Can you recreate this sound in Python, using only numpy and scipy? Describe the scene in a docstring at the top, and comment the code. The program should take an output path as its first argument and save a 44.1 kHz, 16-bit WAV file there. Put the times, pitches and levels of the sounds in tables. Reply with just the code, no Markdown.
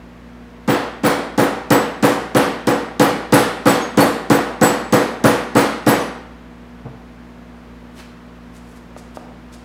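"""An air conditioner hums; then a soft mallet drives a stretcher into the leg of an upside-down wooden chair.
Each blow slaps, rings the chair and booms through the bench: noise bursts, decaying sines and heavy swings.
The joint buzzes in the rebound and loose steel tools jump, as scattered touches set off clicks and ringing.
Then the worker steps away and brings the next frame over: a thump, wooden bumps and grainy noise slides.
Noise tails that die at a different speed in each octave give the reverberation of the small shop."""
import sys
import numpy as np
from scipy import signal
from scipy.fft import rfft, irfft, next_fast_len
from scipy.io import wavfile
from scipy.ndimage import uniform_filter1d

SR = 44100
rng = np.random.default_rng(int(sys.argv[2]) if len(sys.argv) > 2 else 0)


def dump(signal):
    """Clip the signal to [-1, 1] and save it as 16-bit WAV at the path in sys.argv[1]."""
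    limited = np.clip(np.atleast_2d(signal).T, -1, 1)
    pcm = np.round(limited * 32767).astype(np.int16)
    wavfile.write(sys.argv[1], SR, pcm)


N = 425124
AGE = np.arange(int(0.8 * SR)) / SR  # seconds since the start of one short sound

# mallet blows: start_s [s], force_db [dB re a usual blow], hardness_db of the contact [dB],
# buzz_db of the joint in the rebound [dB]
BLOWS = [(0.6767, -2, -7, -8), (1.0334, -0.37, -11.5, 2.5), (1.3769, -1, -1, -13), (1.704, 0, 3.5, 4),
         (2.0257, 0, -1.5, -6), (2.3479, -0.5, -1.5, 7), (2.6703, -3.2, 6.5, -4), (2.9957, 0, 5, -7),
         (3.3229, 1.1, 2.5, 10.5), (3.6561, 0.8, -2, 9), (3.9729, 1.1, 0, -8), (4.2996, -0.66, 5, -3),
         (4.6122, 0.5, -1.5, 5), (4.924, -0.3, 3, 0), (5.2393, 0.56, 1.5, -4), (5.551, 0.14, -4, 5),
         (5.864, 0.3, -2.5, 2.5)]


def from_db(db):
    """Decibels to amplitude gain."""
    return 10 ** (np.asarray(db) / 20)


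def rms_one(x):
    """Scale to rms 1."""
    return x / np.sqrt(np.mean(x ** 2) + 1e-20)


def at_hz(points, hz):
    """Read a (Hz, value) table on a log-frequency axis."""
    table = np.array(points)
    return np.interp(np.log(np.maximum(hz, 1)), np.log(table[:, 0]), table[:, 1])


def add(track, start_s, sound):
    """Mix a sound into a track at a time."""
    start = int(round(start_s * SR))
    track[start:start + len(sound)] += sound[:N - start]


def fade(t60):
    """Exponential decay that falls 60 dB in t60 seconds."""
    return from_db(-60 * AGE / t60)


def build_up(time_s):
    """Exponential approach to 1, as energy spreads through a body or room."""
    return 1 - np.exp(-AGE / time_s)


def swell(peak_s):
    """A soft rise and fall, height 1."""
    return (AGE / peak_s * np.exp(1 - AGE / peak_s)) ** 2


def high_pass(x, order, hz):
    """Causal low cut."""
    return signal.sosfilt(signal.butter(order, hz, "high", fs=SR, output="sos"), x)


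def band(x, low_hz, high_hz):
    """Causal band-pass."""
    edges = [low_hz, min(high_hz, 0.45 * SR)]
    return signal.sosfilt(signal.butter(2, edges, "band", fs=SR, output="sos"), x)


def hiss(low_hz, high_hz):
    """A short stretch of band noise, rms 1."""
    return rms_one(band(rng.standard_normal(len(AGE)), low_hz, high_hz))


def coloured(spectrum, size):
    """Random-phase noise with a given spectrum, rms 1."""
    gain = from_db(at_hz(spectrum, np.fft.rfftfreq(size, 1 / SR)))
    phase = 2 * np.pi * rng.random(len(gain))
    return rms_one(irfft(gain * np.exp(1j * phase), size))


def grainy(depth_db):
    """Millisecond flutter of a rough contact, rms 1."""
    flutter = rms_one(uniform_filter1d(rng.standard_normal(len(AGE)), size=40))
    return rms_one(from_db(depth_db * flutter))


def ringing(modes, detune=0.0, uneven_db=0.0):
    """Decaying sines of a struck body; pitch and strength differ a little from touch to touch."""
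    out = np.zeros(len(AGE))
    for pitch_hz, level_db, t60 in modes:
        strength_chance, pitch_chance = rng.standard_normal(2)
        level = from_db(level_db + uneven_db * strength_chance)
        hz = pitch_hz * (1 + detune * pitch_chance)
        out += level * fade(t60) * np.sin(2 * np.pi * hz * AGE)
    return out


def die_away(noise):
    """Each octave of a diffuse sound dies with the shop's reverberation time."""
    # reverberation of the shop: pitch_hz [Hz], t60 [s]
    shop_t60 = [(100, 0.39), (260, 0.8), (700, 0.68), (1840, 0.77), (4850, 0.66), (8000, 0.46),
                (13000, 0.29)]
    spectrum, hz = rfft(noise), np.fft.rfftfreq(len(AGE), 1 / SR)
    centres_hz = 110 * 2.0 ** np.arange(8)
    out = np.zeros(len(AGE))
    for centre_hz, row in zip(centres_hz, np.eye(len(centres_hz))):
        share = np.interp(hz, centres_hz, row)  # overlapping triangles
        out += irfft(spectrum * share, len(AGE)) * fade(at_hz(shop_t60, centre_hz))
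    return out


def shop(x, wet_db):
    """Direct sound plus the diffuse return of walls and cabinets."""
    tail = die_away(rng.standard_normal(len(AGE))) * build_up(0.018)
    tail = tail / np.linalg.norm(tail)
    return x + from_db(wet_db) * signal.oaconvolve(x, tail)[:N]


def landings(per_s, flight_s=0.012, settle_s=0.038, uneven_db=8.0):
    """Parts set moving by a blow land after a short flight and chatter until they settle; energy 1."""
    since = AGE - flight_s
    settling = (since > 0) * np.exp(-(since / settle_s) ** 2)
    strength = settling * from_db(uneven_db * rng.standard_normal(len(AGE)))
    touches = (rng.random(len(AGE)) < per_s / SR) * strength
    return touches / (np.linalg.norm(touches) + 1e-9)


def rattle(touches, touch_t60, spectrum):
    """Each touch gives a very short noise burst; the energies of overlapping bursts add up."""
    energy = signal.fftconvolve(touches ** 2, fade(touch_t60) ** 2)[:len(AGE)]
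    return np.sqrt(np.abs(energy)) * coloured(spectrum, len(AGE))


def chatter(modes, per_s, flight_s=0.012):
    """Each landing strikes every steel mode again; a mode's total energy stays that of one strike."""
    out = np.zeros(len(AGE))
    touches = landings(per_s, flight_s)
    for mode in modes:
        one = ringing([mode], detune=0.00202, uneven_db=4.5)
        many = signal.fftconvolve(touches, one)[:len(AGE)]
        out += many * np.linalg.norm(one) / (np.linalg.norm(many) + 1e-9)
    return out


def push(force_db, hardness_db):
    """Thud level in dB re a usual blow: a hard, square contact drives more of the blow into the chair."""
    thud_per_hardness = 0.15  # dB per dB
    return force_db + thud_per_hardness * hardness_db


def air_conditioner():
    """Motor lines, slightly unsteady in pitch and level, over the rush of the fan."""
    # motor lines: pitch_hz [Hz], level_db [dB rms]
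    motor_lines = [(58.6, -45.5), (118.5, -52.5), (172.8, -47.5), (241.3, -43.5), (479, -55.5)]
    # colour of the air noise: pitch_hz [Hz], level_db [relative dB per Hz]
    air_colour = [(18, -28.5), (30, -21.5), (59, -6.5), (124, -15.5), (239, -4), (336, -8), (473, -12),
                  (540, -12.5), (632, -10.5), (780, -14.5), (962, -13.5), (1860, -19), (8740, -42.5),
                  (14800, -47.5), (16000, -51)]
    air_db, waver, wander_hz = -43.5, 0.11, 0.69  # dB rms, share of level, Hz
    t = np.arange(N) / SR
    knots = np.arange(0, N / SR + 1, 1 / 8)  # a new random target every eighth of a second
    out = from_db(air_db) * coloured(air_colour, next_fast_len(N))[:N]
    for pitch_hz, level_db in motor_lines:
        sway = np.interp(t, knots, rng.standard_normal(len(knots)))
        drift = np.interp(t, knots, rng.standard_normal(len(knots)))
        phase = 2 * np.pi * np.cumsum(pitch_hz + wander_hz * drift) / SR
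        out += np.sqrt(2) * from_db(level_db) * (1 + waver * sway) * np.sin(phase)
    return out


def mallet(thud_db=-10.0, clack_db=-9.5, crack_db=-14.0, slap_echo_db=-11.0):
    """The face slaps the leg; then the push spreads through seat and bench, and the room fills."""
    # chair and bench: pitch_hz [Hz], level_db [relative dB], t60 [s]
    wood_modes = [(121.4, -7.5, 0.36), (129.8, -6, 0.19), (174.2, -8.5, 0.26), (201, -7, 0.26),
                  (221.5, 2.5, 0.2), (266.4, -7.5, 0.21), (282.6, 2.5, 0.39), (292.3, 4.5, 0.12),
                  (337.4, -6.5, 0.38), (350.6, -7.5, 0.42), (372.4, -12, 0.4), (447, -15.5, 0.64),
                  (471.4, -7.5, 0.56), (492.2, -3.5, 0.61), (506, -3, 0.4), (548, -6.5, 0.21),
                  (598.4, -5.5, 0.17), (769, -16.5, 1), (803, -13, 0.21), (834, -12, 0.58),
                  (1090, -38, 0.69), (1155, -17.5, 0.87), (1260, -25, 0.92), (1472, -16.5, 0.65),
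                  (1905, -22, 0.87), (1860, -22, 0.92)]
    # dense upper resonances of the wood, as the shop returns them: pitch_hz [Hz], level_db [relative dB per Hz]
    clack_colour = [(70, 1), (110, -2), (200, 6.5), (400, 4), (520, 3.5), (800, 4), (1300, -0.5),
                    (1950, -6), (2500, -11.5), (4000, -17), (6500, -23), (10000, -27), (16000, -35)]
    give_s = 0.001005  # the wood answers this long after the slap
    spread_s, build_s = 0.0043, 0.0097  # build-up of body and dense ringing at a firm blow
    firm_db, lag = 2.5, 0.66  # crack of a firm blow [dB]; slowing [dB per dB below firm]
    alike = 0.34  # share of the dense ringing's power that repeats
    wood, slaps = np.zeros(N), np.zeros(N)
    same_path = coloured(clack_colour, len(AGE))
    for start_s, force_db, hardness_db, _ in BLOWS:
        crack = force_db + hardness_db
        slowness = from_db(lag * (firm_db - crack))  # a gentle blow builds up more slowly than a firm one
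        body = -ringing(wood_modes, detune=0.00433, uneven_db=1.0) * build_up(spread_s * slowness)
        # the joint shifts with every blow, so only part of the dense ringing repeats
        new_path = coloured(clack_colour, len(AGE))
        dense = np.sqrt(alike) * same_path + np.sqrt(1 - alike) * new_path
        dense = die_away(dense) * np.sqrt(build_up(build_s * slowness))
        thud = from_db(push(force_db, hardness_db) + thud_db) * body
        add(wood, start_s + give_s, thud + from_db(force_db + clack_db) * dense)

        direct = fade(0.011) * build_up(0.00089)
        echo = from_db(slap_echo_db) * fade(0.14) * build_up(0.013)
        slap_noise = hiss(3260, 8100) + 0.26 * hiss(9300, 16000)
        add(slaps, start_s, from_db(crack + crack_db) * (direct + echo) * slap_noise)
    # the bench is too small to radiate deep bass
    return high_pass(wood, 4, 97) + slaps


def leg_swing(swing_db=-7.0, bench_db=-16.0):
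    """The struck leg and the bench under it heave for a few heavy cycles, damped by the gripping hand."""
    out = np.zeros(N)
    leg = swell(0.0084) * np.sin(2 * np.pi * 255 * AGE)
    bench = from_db(bench_db) * swell(0.013) * np.sin(2 * np.pi * 140 * AGE)  # bench_db is re the leg
    for start_s, force_db, hardness_db, _ in BLOWS:
        level = from_db(push(force_db, hardness_db) + swing_db)
        add(out, start_s + 0.00098, -level * (leg + bench))
    return out


def tools(clatter_db=-12.0, steel_db=-28.5, blade_db=-28.5):
    """Chisels and bits rattle on the bench with clicks and ringing steel; one blade works loose."""
    # loose steel tools on the bench: pitch_hz [Hz], level_db [relative dB], t60 [s]
    tool_modes = [(4450, -2, 0.09), (4960, -3.5, 0.052), (5480, -6, 0.075), (8150, 1, 0.037),
                  (9270, -10.5, 0.38), (9330, -5, 0.074), (9480, -4, 0.11), (9950, 0, 0.1),
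                  (10570, -3, .06), (12080, -1, 0.12), (12250, -6, 0.19), (12700, 1, .04),
                  (12900, -12, .04), (15000, -2, 0.12)]
    # one thin blade that rings out: pitch_hz [Hz], level_db [relative dB], t60 [s]
    blade_modes = [(6530, -12.5, 0.45), (7820, -3, 0.21), (7790, -2.5, 0.074), (8050, -14, .04),
                   (12800, -4, 0.12)]
    # colour of the clicks: pitch_hz [Hz], level_db [relative dB per Hz]
    clatter_colour = [(500, -22.5), (1200, 7), (3000, 11.5), (6500, 8.5), (9500, 8.5), (11300, 5),
                      (12600, 7), (14000, 2), (16000, -5.5)]
    # late touches of steel on steel: start_s [s], pitch_hz [Hz], level_db [dB], t60 [s]
    pings = [(2.679, 5330, -32, 0.3), (3.812, 6530, -30, 0.21), (5.988, 5950, -38.5, 0.32),
             (5.988, 9040, -34, 0.23)]
    jump_per_force = 3.2  # dB per dB: loose tools jump much higher as the force grows
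    blade_per_buzz = 0.55  # dB per dB: the rebound of the joint shakes the blade too
    wedged_db, loose_by_s = 11, 3.3  # the blade starts wedged, this much quieter, and is loose by then
    clicks, steel = np.zeros(N), np.zeros(N)
    for start_s, force_db, _, buzz_db in BLOWS:
        jump = jump_per_force * force_db
        wedged = wedged_db * max(0, 1 - start_s / loose_by_s)
        blade = force_db + blade_per_buzz * buzz_db - wedged
        add(clicks, start_s, from_db(jump + clatter_db) * rattle(landings(900), 0.0039, clatter_colour))
        add(steel, start_s, from_db(jump + steel_db) * chatter(tool_modes, 540))
        add(steel, start_s, from_db(blade + blade_db) * chatter(blade_modes, 500))
    for start_s, pitch_hz, level_db, t60 in pings:
        add(steel, start_s, chatter([(pitch_hz, level_db, t60)], 400, flight_s=0.0))
    return shop(clicks, wet_db=3.5) + shop(steel, wet_db=-10.0)


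def joint_buzz(buzz_level_db=-15.0, knock_t60=0.032):
    """Wood chatters on wood as the chair rebounds; now and then the loose joint knocks hard and rasps."""
    # colour of wood knocking on wood: pitch_hz [Hz], level_db [relative dB per Hz]
    rebound_colour = [(250, -15), (700, -3.5), (1400, 5.5), (2100, -0.5), (3100, -3), (4400, -6.5),
                      (7000, -25), (16000, -40)]
    # the loudest rebounds, where the joint knocks a second time: start_s [s], level_db [dB], rasp_db [dB]
    second_knocks = [(0.704, -16, -20), (0.748, -25, -47), (1.062, -14.5, -36), (2.062, -24, -30),
                     (3.029, -19, -36), (5.274, -21, -33), (5.592, -17.5, -25)]
    out = np.zeros(N)
    for start_s, _, _, buzz_db in BLOWS:
        touches = landings(per_s=260, flight_s=0.021, settle_s=0.032, uneven_db=2.5)
        add(out, start_s, from_db(buzz_db + buzz_level_db) * rattle(touches, 0.0078, rebound_colour))
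    for start_s, level_db, rasp_db in second_knocks:
        knock = from_db(level_db) * coloured(rebound_colour, len(AGE))
        rasp = from_db(rasp_db) * hiss(2950, 3070)
        add(out, start_s, (knock + rasp) * fade(knock_t60))
    return shop(out, wet_db=0.5)


def handling():
    """A thump on the bench, light ringing bumps of the frame, and brief grainy slides of filtered noise."""
    # colour of the soft thump: pitch_hz [Hz], level_db [relative dB per Hz]
    thump_colour = [(60, -24), (122, 10), (170, -1), (300, -8), (520, -8), (1200, -16.5), (2500, -35),
                    (8000, -68)]
    # the frame bumps in the hands: start_s [s], level_db [dB]
    frame_bumps = [(8.965, -34), (9.172, -31), (9.518, -47)]
    # ring of the frame: pitch_hz [Hz], level_db [relative dB], t60 [s]
    frame_modes = [(330, -8, 0.06), (537, -8, 0.05), (620, 2, 0.032), (736, 5, 0.022), (900, -7, 0.033),
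                   (1190, -6, 0.037), (1350, -17, .04)]
    # shoe scuff and hands sliding on wood: middle_s [s], level_db [dB], half_length_s [s], pitch_hz [Hz]
    slides = [(7.991, -49.5, 0.026, 9000), (7.997, -41, 0.017, 2900), (8.562, -50.5, 0.017, 8000),
              (8.704, -58, 0.044, 9000), (8.77, -53, 0.011, 9000), (8.987, -46, .012, 7500),
              (9.16, -47.5, 0.0097, 8500), (9.542, -44.5, 0.012, 6950)]
    thump_s, thump_db = 6.846, -29.5  # as the worker steps away
    out = np.zeros(N)
    add(out, thump_s, from_db(thump_db) * swell(0.015) * coloured(thump_colour, len(AGE)))
    for start_s, level_db in frame_bumps:
        add(out, start_s, from_db(level_db) * ringing(frame_modes, detune=0.01, uneven_db=4.5))
    for middle_s, level_db, half_length_s, pitch_hz in slides:
        stroke = np.exp(-0.5 * (AGE / half_length_s - np.pi) ** 2)  # bell shape, pi half lengths in
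        noise = grainy(2.8) * hiss(pitch_hz / 6.6, pitch_hz * 1.23)
        add(out, middle_s - np.pi * half_length_s, from_db(level_db) * stroke * noise)
    return shop(out, wet_db=-5.5)


def scene():
    """Everything reaches one microphone at the end of the bench."""
    blows = mallet() + leg_swing() + tools() + joint_buzz()
    return (air_conditioner() + blows + handling())[None]


def record(dry):
    """The microphone sheds rumble; the tallest peaks are rounded off at full scale; the top is cut."""
    heard = high_pass(dry, 4, 44)
    rounded = heard / (1 + heard ** 8) ** (1 / 8)
    cutoff_hz = 15900
    return signal.sosfilt(signal.ellip(10, 0.2, 70, cutoff_hz, fs=SR, output="sos"), rounded)


dry = scene()
out = record(dry)
dump(out)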